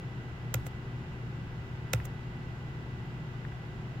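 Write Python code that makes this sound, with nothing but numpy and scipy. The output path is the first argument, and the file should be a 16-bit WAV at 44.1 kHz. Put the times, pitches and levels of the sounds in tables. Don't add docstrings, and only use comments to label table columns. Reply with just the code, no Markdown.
import sys
import numpy as np
from scipy import signal
from scipy.fft import rfft, irfft
from scipy.io import wavfile

SR = 44100
rng = np.random.default_rng(int(sys.argv[2]) if len(sys.argv) > 2 else 0)


def inscribe(sig):
    pcm = np.round(np.clip(np.atleast_2d(sig).T, -1, 1) * 32767)
    wavfile.write(sys.argv[1], SR, pcm.astype(np.int16))


N = 176400
TIME_S = np.arange(N) / SR
FREQ_HZ = np.maximum(np.fft.rfftfreq(N, 1 / SR), 1)

# f/Hz, density/(dB per Hz)
RUSH_SPECTRUM = [(150, -87), (450, -80), (570, -85), (850, -81.5), (1200, -85.5), (1550, -82.5),
                 (1800, -88), (2000, -85), (2300, -90.5), (2750, -89), (3300, -94.5), (4300, -101),
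                 (5200, -103), (6000, -107), (7300, -107.5), (8200, -116), (9200, -130), (16000, -140)]
# f/Hz, correlation, L-R/dB
RUSH_STEREO = [(300, 0.68, 1), (580, 0.78, 3), (770, 0.64, 1), (1040, 0.045, 1), (1450, -0.021, -1),
               (2060, -0.56, -2), (2580, -0.015, -1), (3280, 0.14, 0.5), (3700, 0.21, -5), (5230, 0.029, 1),
               (5940, -0.34, -0.5), (7260, -0.059, 6), (8200, -0.53, -10)]
# f/Hz, rms level/dB, L-R/dB, left lead/rad, waver ratio
TONE_LINES = [(119.7, -43.5, 2.5, 0.066, 0.16), (134.2, -54.5, 3.5, 0.18, 1), (155.6, -50.5, -5, 0, 1),
              (239.4, -59, 3.5, 0, 0.71), (298.4, -72, 6, 0.1, 0.42), (357.9, -58, -3.5, 0, 0.15),
              (388.7, -61.5, -0.5, 0.091, 0.43), (1976, -63, -7.5, 1, 0.24), (2807, -75, -1, 1.1, 0.73),
              (3890, -85, -1, 1, .4)]
# t/s, snap gain/dB, travel/s, knock gain/dB, knock tilt/(dB per octave), thump gain/dB
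PAD_PRESSES = [(0.5402, -26, .0046, -2.5, -1.5, -3.5), (1.9318, -25, .0036, -.3, 1, 0.5)]
# t/s, snap gain/dB, fall/s, knock gain/dB
PAD_RELEASES = [(.6645, -45, .005, -11), (2.0519, -44, 0.0033, -17.5)]
# t/s, level/dB
FINGER_TAPS = [(1.9992, -40.5), (3.4485, -41), (3.52, -46.5)]
# f/Hz, relative level/dB
TAP_SPECTRUM = [(500, -22), (1200, 2), (1700, 7.5), (2400, 0), (3500, -15), (8000, -52)]
# f/Hz, relative level/dB, L-R/dB
SNAP_SPECTRUM = [(500, -12, 5), (1200, 8, -4), (2210, 0, -8), (3480, -2, -10), (4600, -10, -21),
                 (5140, -1, -9), (6650, 2.5, 3), (7600, 4, 4), (8300, 1, -14), (9800, -7, -7),
                 (11200, -4, -16), (12800, 1, -9), (14200, -2, -9), (15500, -1.5, -12)]
# f/Hz, level/dB, t60/s, L-R/dB
CASE_MODES = [(295, -37, 0.054, 6), (513, -23.5, 0.037, 3.5), (749, -27.5, 0.023, 4), (1383, -28, .025, -4),
              (2056, -22.5, 0.01, -10), (2590, -21.5, .011, -11), (3650, -23, 0.006, -11.5),
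              (5330, -30.5, 0.0092, 2), (6500, -47, 0.011, -2), (7860, -37.5, 0.011, -6)]
# f/Hz, level/dB, t60/s
DESK_MODES = [(73.2, -30, 0.43), (115, -18, 0.18)]
# f/Hz, relative level/dB, L-R/dB
TAIL_SPECTRUM = [(150, 0, 0), (500, 17, 0), (1500, 13, 0), (4000, 0.5, -3), (7500, -4.5, -3),
                 (10000, -7, -2), (13000, -3, -3), (15500, -6, -3)]
# f/Hz, density/(dB per Hz)
RUMBLE_SPECTRUM = [(12, -78), (24, -74), (38, -68), (85, -65), (108, -66), (140, -59.5), (160, -67),
                   (180, -67), (230, -74), (275, -80), (305, -73), (340, -83), (390, -85.5), (520, -95),
                   (2000, -150)]

CONTACT_RISE_S, CONTACT_HOLD_S = 0.00134, 0.0019


def from_db(db):
    return 10 ** (np.asarray(db) / 20)


def curves(table):
    hz, *columns = np.transpose(table)
    return [np.interp(np.log(FREQ_HZ), np.log(hz), column) for column in columns]


def pan(db):
    gains = from_db(np.array([[.5], [-.5]]) * db)
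    return gains / np.sqrt(np.mean(gains ** 2, axis=0))


def noise(density_db, correlation=0, pan_db=0):
    mid, side = rfft(rng.standard_normal((2, N)))
    pair = np.sqrt(1 + correlation) * mid + np.sqrt(1 - correlation) * side * np.array([[1], [-1]])
    return irfft(pair * pan(pan_db) * from_db(density_db), N) * np.sqrt(SR) / 2


def drift(rate_hz):
    slow = irfft(rfft(rng.standard_normal(N)) / (1 + (FREQ_HZ / rate_hz) ** 2), N)
    return (slow - slow.mean()) / slow.std()


def since(at_s):
    return np.maximum(TIME_S - at_s, 0)


def contact(at_s, fall_s):
    rise = np.minimum(since(at_s) / CONTACT_RISE_S, 1)
    return rise * np.exp(-since(at_s + CONTACT_RISE_S + CONTACT_HOLD_S) / fall_s)


def ring(at_s, hz, t60_s, swell_cycles=0.54):
    age_s = since(at_s)
    swell = 1 - np.exp(-age_s * hz / swell_cycles)
    return np.sin(2 * np.pi * hz * age_s) * swell * from_db(-60 * age_s / t60_s)


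def fan_rush():
    return noise(*curves(RUSH_SPECTRUM), *curves(RUSH_STEREO))


def whine_and_hum(waver_hz=7.4, speed_wander=0.00052):
    clock_s = np.cumsum(1 + speed_wander * drift(rate_hz=1.8)) / SR
    out = 0
    for hz, db, pan_db, lead_rad, waver in TONE_LINES:
        flutter = (drift(waver_hz) + 1j * drift(waver_hz)) / np.sqrt(2)
        envelope = (1 + waver * flutter) / np.hypot(1, waver)
        phase = 2 * np.pi * (hz * clock_s + rng.random()) + lead_rad * np.array([[.5], [-.5]])
        out += np.sqrt(2) * from_db(db) * pan(pan_db) * np.real(envelope * np.exp(1j * phase))
    return out


def touchpad(rub_db=-10.5, rub_s=0.0077):
    colour_db, pan_db = curves(SNAP_SPECTRUM)
    crackle = noise(colour_db, pan_db=pan_db)
    crackle /= crackle.std()
    out = 0
    for at_s, snap_db, travel_s, knock_db, tilt_db_oct, _ in PAD_PRESSES:
        out += from_db(snap_db) * contact(at_s, fall_s=0.0021) * crackle
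        out += case_knock(at_s + travel_s, knock_db, tilt_db_oct)
    for at_s, snap_db, fall_s, knock_db in PAD_RELEASES:
        rub = from_db(rub_db) * np.exp(-np.abs(TIME_S - at_s) / rub_s)
        out += from_db(snap_db) * (rub + contact(at_s, fall_s)) * crackle
        out += case_knock(at_s + CONTACT_RISE_S, knock_db, tilt_db_oct=-2.5)
    return out


def case_knock(at_s, gain_db, tilt_db_oct):
    lowest_hz = CASE_MODES[0][0]
    out = 0
    for k, (hz, mode_db, t60_s, pan_db) in enumerate(CASE_MODES):
        level_db = gain_db + mode_db + tilt_db_oct * np.log2(hz / lowest_hz)
        out += (-1) ** k * from_db(level_db) * pan(pan_db) * ring(at_s, hz, t60_s)
    return out


def desk_thumps(lag_s=0.0062):
    out = 0
    for at_s, _, travel_s, _, _, thump_db in PAD_PRESSES:
        for hz, mode_db, t60_s in DESK_MODES:
            out -= from_db(thump_db + mode_db) * ring(at_s + travel_s + lag_s, hz, t60_s)
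    return out


def finger_taps():
    tick = noise(*curves(TAP_SPECTRUM), correlation=0.53)
    tick /= tick.std()
    return sum(from_db(db) * contact(at_s, fall_s=0.0018) * tick for at_s, db in FINGER_TAPS)


def room(clicks, wall_lag_s=0.01, wall_spread_s=0.0045, wall_db=-19, tail_db=-18.5, t60_s=0.36):
    age_s = since(wall_lag_s)
    scatter = rng.standard_normal((2, N)) * (age_s > 0) * np.exp(-age_s / wall_spread_s)
    scatter /= np.linalg.norm(scatter, axis=1, keepdims=True)
    wall = irfft(rfft(clicks) * rfft(scatter), N)
    decay = (age_s > 0) * from_db(-60 * age_s / t60_s) ** 2
    click_power = np.mean(clicks ** 2, axis=0)
    tail_power = np.abs(signal.fftconvolve(click_power, decay / decay.sum())[:N])
    colour_db, pan_db = curves(TAIL_SPECTRUM)
    diffuse = noise(colour_db, pan_db=pan_db)
    tail = np.sqrt(tail_power) * diffuse / diffuse.std()
    return from_db(wall_db) * wall + from_db(tail_db) * tail


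def background():
    rumble = noise(*curves(RUMBLE_SPECTRUM), correlation=1, pan_db=1)
    hiss = noise(density_db=-118)
    return rumble + hiss


def scene():
    clicks = touchpad() + finger_taps()
    steady = fan_rush() + background() + whine_and_hum()
    return steady + clicks + desk_thumps() + room(clicks)


def record(dry):
    cutoff_hz = 15900
    return signal.sosfilt(signal.ellip(10, .1, 80, cutoff_hz, fs=SR, output="sos"), dry)


dry = scene()
out = record(dry)
inscribe(out)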